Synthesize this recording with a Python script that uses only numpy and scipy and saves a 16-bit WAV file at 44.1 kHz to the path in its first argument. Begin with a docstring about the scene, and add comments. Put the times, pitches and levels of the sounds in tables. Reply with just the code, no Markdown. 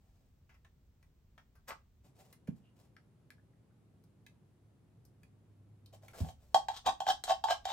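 """In a small wooden workshop, paint is squeezed from plastic bottles into beakers: bottles click as resonant
shells, a nozzle sputters in bursts of tiny impacts, hands rustle and a few wet pops rise in pitch. After four
light knocks on beakers, a plastic stick stirs one of them: damped modes knock its bottom and stick-slip rubs
its wall five times a second. Near surfaces return dull echoes and the room rings briefly. Shaped noise gives a
faint opening hiss, rumble and air; the background changes at 2.045 s, a hum swells, and at 6.125 s the
background steps back."""
import sys
import numpy as np
from scipy import signal
from scipy.fft import rfft, irfft
from scipy.io import wavfile
from scipy.ndimage import uniform_filter1d

SR = 44100
rng = np.random.default_rng(int(sys.argv[2]) if len(sys.argv) > 2 else 0)


def digitize_waveform(pressure):
    """Quantize a signal to 16-bit integers and store it at the path in sys.argv[1].

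    Rows of a 2-D input are taken as channels; values are limited to [-1, 1].
    """
    field = np.atleast_2d(pressure).T
    bounded = np.clip(field, -1, 1)
    quanta = np.round(bounded * 32767).astype(np.int16)
    wavfile.write(sys.argv[1], SR, quanta)


N = 340452
T = np.arange(N) / SR
RING = T[:8192]  # time axis of one hit


def undb(db):
    """Level law: decibels to amplitude gain."""
    return 10 ** (np.asarray(db) / 20)


def along(points, hz):
    """Logarithmic frequency scale: interpolate (frequency_hz, value) points on it."""
    f, value = np.transpose(points)
    return np.interp(np.log(np.maximum(hz, 1)), np.log(f), value)


def impulse(points, size=1024):
    """Minimum phase: folding the cepstrum gives the most compact causal click of a spectrum, at unit energy."""
    hz = np.arange(size // 2 + 1) * SR / size
    log_gain = along(points, hz) * np.log(10) / 20
    cepstrum = irfft(log_gain)
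    cepstrum[1:size // 2] *= 2
    cepstrum[size // 2 + 1:] = 0
    h = irfft(np.exp(rfft(cepstrum)))
    return h / np.linalg.norm(h)


def through(x, response):
    """Linear system: convolve a sound with an impulse response."""
    return signal.fftconvolve(x, response)[:len(x)]


def blow(x, count=132):
    """Short-time power: scale a hit so that its loudest 3 ms (132 samples) have rms 1."""
    power = uniform_filter1d(x ** 2, count, mode="constant")
    return x / np.sqrt(power.max())


def add(track, start_s, x):
    """Superposition: mix x into the track from start_s."""
    i = int(start_s * SR)
    track[i:i + len(x)] += x[:max(N - i, 0)]


def fade(t60):
    """Exponential damping: amplitude falls by 60 dB in t60 seconds."""
    return np.exp(-np.log(1000) * RING / t60)


def ring(modes, scatter_db=3, detune=0.013):
    """Modal excitation: a random striking spot sets level and sign; fingers and paint shift pitch a little."""
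    chance = rng.standard_normal((len(modes), 3))
    total = 0
    for (hz, db, t60), (level, shift, sign) in zip(modes, chance):
        gain = undb(db + scatter_db * level) * np.sign(sign)
        pitch_hz = hz * (1 + detune * shift)
        total = total + gain * fade(t60) * np.sin(2 * np.pi * pitch_hz * RING)
    return total


def throb(hz, swell_s, steep):
    """Heavy damping: an oscillation peaks at swell_s and soon dies."""
    u = RING / swell_s
    envelope = (u * np.exp(1 - u)) ** abs(steep)
    return envelope * np.sin(2 * np.pi * hz * RING)


def crack(colour, t60):
    """Contact noise: a decaying random burst takes on a spectrum."""
    burst = rng.standard_normal(len(RING)) * fade(t60)
    return blow(through(burst, impulse(colour)))


def slips(rate, spread_db):
    """Shot noise: random impacts, on average rate per second, of uneven size and either sign, at rms 1."""
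    happens = rng.random(N) < rate / SR
    size = undb(spread_db * np.clip(rng.standard_normal(N), -2, 2))
    x = happens * rng.choice([-1, 1], N) * size
    return x / x.std()


def swell(peak_s, rise, fall, db):
    """Gaussian envelope: a smooth rise to a level and fall from it, with widths in seconds."""
    width = np.where(T < peak_s, rise, fall)
    return undb(db) * np.exp(-.5 * ((T - peak_s) / width) ** 2)


def wander(rate):
    """Random modulation: straight lines join normal random values drawn rate times per second."""
    k = int(SR / rate)
    knots = N // k + 2
    return np.interp(T, np.arange(knots) * k / SR, rng.standard_normal(knots))


def air(colour, db, wide_hz=450):
    """Diffuse-field coherence: steady noise is alike on both sides in the bass and wide well above wide_hz."""
    hz = np.arange(N // 2 + 1) * SR / N
    mid, side = rfft(rng.standard_normal((2, N))) * undb(along(colour, hz))
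    mid, side = irfft(mid, N), irfft(side * hz / (hz + abs(wide_hz)), N)
    return np.array([mid + side, mid - side]) * undb(db) / mid.std()


# noise spectrum before 2.045 s and after 6.125 s: frequency_hz, relative density_db
EARLY_AIR = [(15, -33), (25, -7.5), (66, -2.5), (278, -21.5), (301, -29), (326, -25.5), (833, -36.5),
             (1720, -42.5), (8100, -49.5), (10000, -58), (15000, -47)]
# noise spectrum from 2.045 s to 6.125 s: frequency_hz, relative density_db
MIDDLE_AIR = [(15, -97), (25, -35.5), (69, -7), (86, -12.5), (106, -2), (301, -16.5), (427, -21), (475, -24),
              (1760, -40), (3540, -45), (5420, -49.5), (10000, -49), (15000, -57)]
MIDDLE_START_S, MIDDLE_END_S = 2.045, 6.125
EARLY_DB, MIDDLE_DB, LATE_DB = -66, -65.5, -64  # rms of the part shared by both sides
HUM_HZ = 102.3
HUM_FAINT_DB, HUM_END_DB, HUM_SWELL_DB_PER_S = -79.5, -60, 7.5


def background():
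    """Stationary noise and phase modulation: rumble and air, with a different noise and a wavering hum from
    2.045 s to 6.125 s."""
    middle = (T > MIDDLE_START_S) & (T < MIDDLE_END_S)
    rumble = air(EARLY_AIR, 0) * undb(np.where(T < MIDDLE_END_S, EARLY_DB, LATE_DB))
    waver = signal.resample(rng.standard_normal(64), N)
    # faint at first, then a steady swell until the background steps back
    hum_db = np.maximum(HUM_FAINT_DB, HUM_END_DB - HUM_SWELL_DB_PER_S * (MIDDLE_END_S - T))
    hum = np.sqrt(2) * np.sin(2 * np.pi * HUM_HZ * T + 0.5 * waver) * undb(hum_db)
    return np.where(middle, air(MIDDLE_AIR, MIDDLE_DB) + hum, rumble)


# echoes off the bench and near wall, left list then right: delay_s, level_db (before the colour below)
ECHOES = [
    [(.0139, 0), (.0178, -14)],
    [(.0128, -8), (.0194, -3.5)],
]
# echo spectrum: frequency_hz, level_db
ECHO_COLOUR = [(200, -10.5), (500, -10.5), (750, 0), (1000, -8), (1500, -11.5), (4000, -18.5), (12000, -29)]
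# diffuse room: frequency_hz, level_db, t60_s
ROOM = [(100, -9, 0.37), (280, -2.5, 0.19), (720, -3, 0.21), (1470, -2.5, 0.18), (3330, -3, 0.2),
        (6900, 0.5, 0.19), (14000, -5, 0.13)]
# how much more the bench radiates to the left than to the right: frequency_hz, level_db
LEFT_BIAS = [(100, -0.5), (200, -10), (380, 13), (720, -14), (1300, 12), (2400, -3.5), (4400, 6),
             (8000, 4.5), (14000, 0)]
# phase by which the left microphone leads the right: frequency_hz, phase_rad
LEFT_LEAD = [(100, -0.35), (900, 1), (2200, 0.88), (4200, 1.5), (6300, 1.27), (9500, -3), (13000, -5.5),
             (16000, -8)]


def workshop(x, noise, echoes, side, build_s=0.0017):
    """Room response: direct sound, early reflections and diffuse decay at one microphone (1 left, -1 right)."""
    size = len(noise)
    t, hz = T[:size], np.arange(size // 2 + 1) * SR / size
    # each microphone takes half of the level and phase difference; the direct path lasts 20 samples
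    bias = undb(side * along(LEFT_BIAS, hz) / 2)
    direct = bias * np.exp(.5j * side * along(LEFT_LEAD, hz) - 2j * np.pi * hz * 20 / SR)
    early = sum(undb(db) * np.exp(-2j * np.pi * hz * delay_s) for delay_s, db in echoes)
    h = irfft(direct + early * undb(along(ECHO_COLOUR, hz)))
    h[size // 2:] = 0  # near surfaces answer only early
    room = np.array(ROOM)
    spectrum = rfft(noise)
    edges = np.geomspace(40, 18000, 19)
    for lo, hi in zip(edges, edges[1:]):
        centre = np.sqrt(lo * hi)
        t60 = along(room[:, ::2], centre)
        band = irfft(spectrum * (hz >= lo) * (hz < hi))
        band = band * (1 - np.exp(-(t / build_s) ** 2)) * np.exp(-np.log(1000) * t / t60)
        share = np.sqrt(2 * (hi - lo) / SR)  # energy in proportion to bandwidth
        h = h + band / np.linalg.norm(band) * share * undb(along(room[:, :2], centre))
    return through(x, h)


SQUEAK_S, SQUEAK_HZ, SQUEAK_DB = 2.66, 2840, -79


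def squeak(rise_s=.02, fall_s=0.027):
    """Stick-slip: a finger on the big bottle faintly excites one narrow resonance."""
    mode = fade(t60=0.011) * np.sin(2 * np.pi * SQUEAK_HZ * RING)
    skin = slips(rate=1500, spread_db=2) * swell(SQUEAK_S, rise_s, fall_s, SQUEAK_DB)
    return through(skin, mode / np.linalg.norm(mode))


POP_START_S, POP_END_S = 3.35, 3.72
POP_HZ, POP_DB = 1590, -68  # middle pitch, and upper limit of level


def stream(bend_per_s=3, count=5):
    """Bubble resonance: air pockets pop faintly in the thick stream as the medium runs out, rising in pitch."""
    out = np.zeros(N)
    for when, pitch, size in rng.random((count, 3)):
        hz = POP_HZ * 2 ** ((pitch - .5) / 2)  # within a quarter octave of the middle
        # bending the phase raises the pitch at twice bend_per_s
        blip = fade(t60=.03) * np.sin(2 * np.pi * hz * RING * (1 + bend_per_s * RING))
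        add(out, POP_START_S + when * (POP_END_S - POP_START_S), undb(POP_DB - 7.1 * size) * blip)
    return out


# rustles of hands on plastic and cloth; the first row is a faint hiss at the start: start_s, length_s, level_db
RUSTLES = [(0, .28, -85), (2.032, .05, -73), (2.148, 0.16, -71), (2.547, .035, -77), (2.753, 0.097, -75),
           (5.922, .025, -67.5), (6.017, 0.096, -69), (6.13, 0.18, -63), (6.174, 0.033, -55),
           (6.376, 0.19, -80.5)]
# spectrum of rustle and opening hiss: frequency_hz, level_db
RUSTLE_COLOUR = [(150, 9.5), (400, 9.5), (800, 12.5), (1300, -1.5), (3000, -0.5), (6000, -2.5),
                 (9000, -2.5), (15500, -8)]
# dull bumps as things are handled: start_s, level_db, pitch_hz, swell_s
BUMPS = [(2.485, -27.5, 186, 0.0052), (2.48, -46, 473, 0.002), (6.203, -35, 222, 0.0045),
         (6.207, -24.5, 85.5, 0.011), (6.23, -32.5, 150, 0.0069)]
RUSTLE_ATTACK_S, RUSTLE_RELEASE_S = 0.012, .012  # linear rise, time constant of the decay


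def hands(rustle_db=0, uneven_db=4, bump_hz=45):
    """Shot noise and damped oscillation: a faint opening hiss, uneven rustles of hands, and dull bumps."""
    strength = 0
    for start_s, length_s, db in RUSTLES:
        attack = np.clip((T - start_s) / RUSTLE_ATTACK_S, 0, 1)
        release = np.exp(-np.maximum(T - start_s - length_s, 0) / RUSTLE_RELEASE_S)
        strength = strength + undb(db) * attack * release
    grain = through(slips(rate=1600, spread_db=2.5), impulse(RUSTLE_COLOUR))
    rustle = grain * strength * undb(rustle_db + uneven_db * wander(rate=51))
    bumps = np.zeros(N)
    for start_s, db, hz, swell_s in BUMPS:
        add(bumps, start_s, undb(db) * throb(hz, swell_s, steep=2.96))
    # small objects radiate little deep bass
    return rustle + signal.sosfilt(signal.butter(2, bump_hz, "high", fs=SR, output="sos"), bumps)


# air spits through the nozzle, then wet paint splutters: peak_s, rise_s, fall_s, level_db, pops_per_s
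SQUIRT = [(1.687, 0.0062, .012, -47.5, 3000), (1.709, 0.0097, 0.011, -44.5, 1000)]
# spectrum of the spit: frequency_hz, level_db
SPIT_COLOUR = [(120, -40), (200, -11), (683, 1), (1910, -1.5), (3370, -10.5), (8740, -11), (9580, -20),
               (10100, -39), (11300, -10.5), (16000, -15)]
# spectrum of the splutter: frequency_hz, level_db
SPLUTTER_COLOUR = [(120, -16), (300, -7), (700, -6), (1200, 3.5), (1900, -3.5), (2600, -11), (5000, -19),
                   (12000, -46)]


def nozzle():
    """Shot noise: fine spray, then coarser pops of paint bursting at the opening."""
    out = 0
    for (peak_s, rise, fall, db, rate), colour in zip(SQUIRT, [SPIT_COLOUR, SPLUTTER_COLOUR]):
        pops = slips(rate, spread_db=4.5) * swell(peak_s, rise, fall, db)
        out = out + through(pops, impulse(colour))
    return out


# squeezed bottles flex and click: start_s, level_db, shell_centre_hz, t60_s, sharpness_db
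CLICKS = [(.492, -66, 1930, 0.18, -14), (.543, -72, 1900, 0.085, -7), (.647, -64, 2150, 0.054, -12),
          (1.027, -69.5, 1774, 0.046, -2.5), (1.378, -58, 1905, 0.073, -17), (1.553, -71, 1640, 0.15, -1.5),
          (2.327, -64.5, 2240, .06, 8), (2.473, -63, 2280, 0.092, -3), (2.965, -55.5, 1866, 0.014, -20),
          (3.304, -52.5, 1830, 0.0042, -7), (4.038, -79, 1250, 0.043, 8), (4.264, -57, 2470, .025, -5.5),
          (5.051, -83.5, 1610, 0.06, 19.5), (5.232, -64, 2380, 0.029, -2.5), (5.86, -63.5, 3780, .023, 0),
          (6.082, -54.5, 2030, 0.026, -3.5), (6.132, -60, 1690, 0.17, -9)]
# spectrum of the shell's click: multiple of the centre, level_db
SHELL = [(.25, -45), (.52, -18), (.68, 6.5), (1.25, 5.5), (1.7, -2.5), (2.2, -11), (3, -7.5), (6, -36.5)]
# resonances of a bottle's shell: multiple of the centre, level_db, t60_s
SHELL_MODES = [(0.741, -16, 0.031), (0.821, 1.5, 0.035), (0.999, 10, 0.033), (1.269, -13, 0.03),
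               (1.6, -12, .02), (2.4, 3, 0.016), (2.9, 6, 0.016)]
# spectrum of the hollow body: frequency_hz, level_db
HOLLOW = [(200, -11), (450, -8), (700, -3), (1100, 1.5), (1800, -13), (6000, -39)]
# spectrum of the bottle's tick: frequency_hz, level_db
BOTTLE_TICK = [(1000, -16), (3000, -23), (4300, 3.5), (5200, 1.5), (6200, 1), (7500, -5.5), (9500, 6),
               (15000, -2.5)]
FULL_BODY_T60_S = 0.048  # a flex this slow moves the whole hollow body; quicker ones move it less


def bottles(shell_db=-2, ring_db=-8, body_db=-5, tick_db=-1):
    """Shell resonance: a flexing bottle clicks and rings; slow flexes last longer and move more of its body."""
    out = np.zeros(N)
    for start_s, db, hz, t60, sharpness in CLICKS:
        click = crack([(hz * k, gain) for k, gain in SHELL], t60)
        modes = ring([(hz * k, gain, decay) for k, gain, decay in SHELL_MODES], detune=0.05)
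        shell = undb(shell_db) * click + undb(ring_db) * blow(through(click, modes))
        body = undb(body_db) * min(t60 / FULL_BODY_T60_S, 1) ** 2 * crack(HOLLOW, t60)
        tick = undb(tick_db + sharpness) * crack(BOTTLE_TICK, t60 / 2)
        add(out, start_s, undb(db) * (shell + body + tick))
    return out


# once a turn the stick is dragged along the wall: peak_s, rise_s, pressure_db, grip_db (low: glides on paint)
STROKES = [(6.767, 0.032, -52, -13), (6.876, 0.011, -40, 8), (7.095, 0.016, -38.5, 1.5),
           (7.303, .017, -40.5, -0.5), (7.512, .019, -39.5, 1), (7.712, 0.027, -47.5, 1.5)]
# low modes of the beaker wall, also rung by the knocks: pitch_hz, level_db, t60_s
WALL_LOW = [(1090, 3.5, 0.047), (1140, -5.5, 0.036), (1516, 0, 0.024), (1680, -2, 0.026), (1903, 0, 0.017),
            (2130, -5.5, 0.0059), (2374, -15.5, 0.051)]
# high modes of the beaker wall, also rung by the knocks: pitch_hz, level_db, t60_s
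WALL_HIGH = [(2726, -6, 0.027), (2844, -6, 0.036), (3142, 4, 0.062), (3244, -4, 0.078), (3414, -6, 0.044),
             (3630, -8.5, 0.025), (3785, 0.5, 0.05), (3930, -5, 0.052), (4650, -6.5, .04),
             (5360, -5.5, 0.058)]
# spectrum of the rubbing: frequency_hz, level_db
RUB = [(150, -25.5), (500, -9.5), (1000, 4), (2400, -7.5), (3300, 5.5), (5300, -4), (6200, -4.5),
       (7500, -9.5), (8800, -9.5), (10100, -28), (11800, -14.5), (15500, -23)]
STROKE_FALL_S = .014  # the stick leaves the wall quickly
CHATTER_HZ, CHATTER_PER_S = 783.5, 200  # a gripping stick hops and drums the bottom


def scrapes(hiss_db=-1, ring_db=-2, catch_db=4, chatter_db=-1):
    """Stick-slip: the stick makes the wall hiss and ring, differently each stroke, and chatters on the bottom."""
    grit = slips(rate=1500, spread_db=3.5) * undb(catch_db * wander(rate=130))
    hops = slips(rate=CHATTER_PER_S, spread_db=8)
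    bottom = throb(CHATTER_HZ, swell_s=0.00327, steep=3.2)
    total_pressure, drag, ringing = 0, 0, 0
    for peak_s, rise, db, grip in STROKES:
        pressure = swell(peak_s, rise, STROKE_FALL_S, db)
        # the pressing stick damps the wall
        wall = ring(WALL_LOW + WALL_HIGH, scatter_db=4.0, detune=0.019) * fade(t60=0.055)
        wall = wall / np.linalg.norm(wall)
        ringing = ringing + through(grit * pressure * undb(grip + ring_db), wall)
        total_pressure = total_pressure + pressure
        drag = drag + pressure * undb(grip)
    chatter = undb(chatter_db) * through(hops * drag, bottom / np.linalg.norm(bottom))
    hiss = undb(hiss_db) * through(grit * total_pressure, impulse(RUB))
    return ringing + chatter + hiss


# knocks on the beakers, the first four light, the rest by the stirring stick:
# start_s, level_db, bottom_pitch_hz, hardness_db (below 0 cushioned, by paint when stirring; above 0 bare plastic)
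KNOCKS = [(5.936, -56, 630, 6.5), (6.032, -54.5, 640, -14), (6.246, -45.5, 787, -6),
          (6.287, -46.5, 730, 4.5), (6.5443, -14, 792, -2), (6.684, -26.5, 823, -4), (6.863, -29, 873, 6),
          (6.883, -34, 790, -7), (7.003, -27.5, 806, -2), (7.066, -27, 780, -6),
          (7.087, -21.5, 765.4, -1.5), (7.238, -43.5, 754, 23.5), (7.278, -31.5, 760, -8),
          (7.296, -24, 773, -5), (7.305, -21.5, 756, -8), (7.439, -24, 838, -1.5), (7.485, -26, 852, -13),
          (7.506, -22.5, 714, -0.5), (7.653, -29.5, 755, 4), (7.69, -35.5, 815, -2)]
# side modes of a beaker's bottom that ring on after a knock: pitch_hz, level_db, t60_s
BOTTOM_MODES = [(649.6, -14.5, 0.059), (858, -10, 0.058)]
# spectrum of a knock's tick: frequency_hz, level_db
TICK = [(150, -24), (400, -2.5), (900, -6), (2300, -23.5), (4300, 9.5), (5300, 0), (6100, 4), (7200, 6),
        (8700, -4), (10100, -24), (11800, -1), (15500, -60)]
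# spectrum of a knock's first hard snap: frequency_hz, level_db
SNAP = [(120, -42), (350, -12), (1500, -2), (2500, -3), (4300, 4.5), (7200, -8), (9000, -8), (10100, -20.5),
        (12000, -9), (15500, -29)]
HIGH_DB_PER_HARDNESS = 0.5569  # a harder contact rings the high wall modes more


def knocks(bottom_db=0.74, low_db=-15, high_db=-15, tick_db=-21, snap_db=-18, build_s=0.0029):
    """Impact excitation: each knock drums bottom and cavity and rings the wall; hard contacts snap and tick more."""
    out = np.zeros(N)
    for start_s, db, hz, hardness in KNOCKS:
        # the bottom swells with the cavity; its side modes build up and ring on a little
        after = ring(BOTTOM_MODES, scatter_db=3.5, detune=0.011) * (1 - np.exp(-RING / build_s))
        bottom = undb(bottom_db) * (throb(hz, swell_s=0.0036, steep=2.73) + after)
        low = undb(low_db) * blow(ring(WALL_LOW, detune=0.012))
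        high_modes = blow(ring(WALL_HIGH, scatter_db=4.5, detune=0.0158))
        high = undb(high_db + HIGH_DB_PER_HARDNESS * hardness) * high_modes
        contact = undb(tick_db) * crack(TICK, t60=0.049) + undb(snap_db) * crack(SNAP, t60=0.0038)
        add(out, start_s, undb(db) * (bottom + low + high + undb(hardness) * contact))
    return out


def scene():
    """Superposition: all work sounds from one spot on the bench reach two microphones through the room."""
    work = squeak() + stream() + hands() + nozzle() + bottles() + scrapes() + knocks()
    diffuse = air([(20, 0), (20000, 0)], 0, wide_hz=150)[:, :2 * len(RING)]
    left = workshop(work, diffuse[0], ECHOES[0], side=1)
    right = workshop(work, diffuse[1], ECHOES[1], side=-1)
    return background() + np.array([left, right])


TOP_HZ = 15900


def record(dry):
    """Band limiting: the recorder cuts the top with a steep elliptic low-pass."""
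    return signal.sosfilt(signal.ellip(8, .2, 70, TOP_HZ, fs=SR, output="sos"), dry)


dry = scene()
out = record(dry)
digitize_waveform(out)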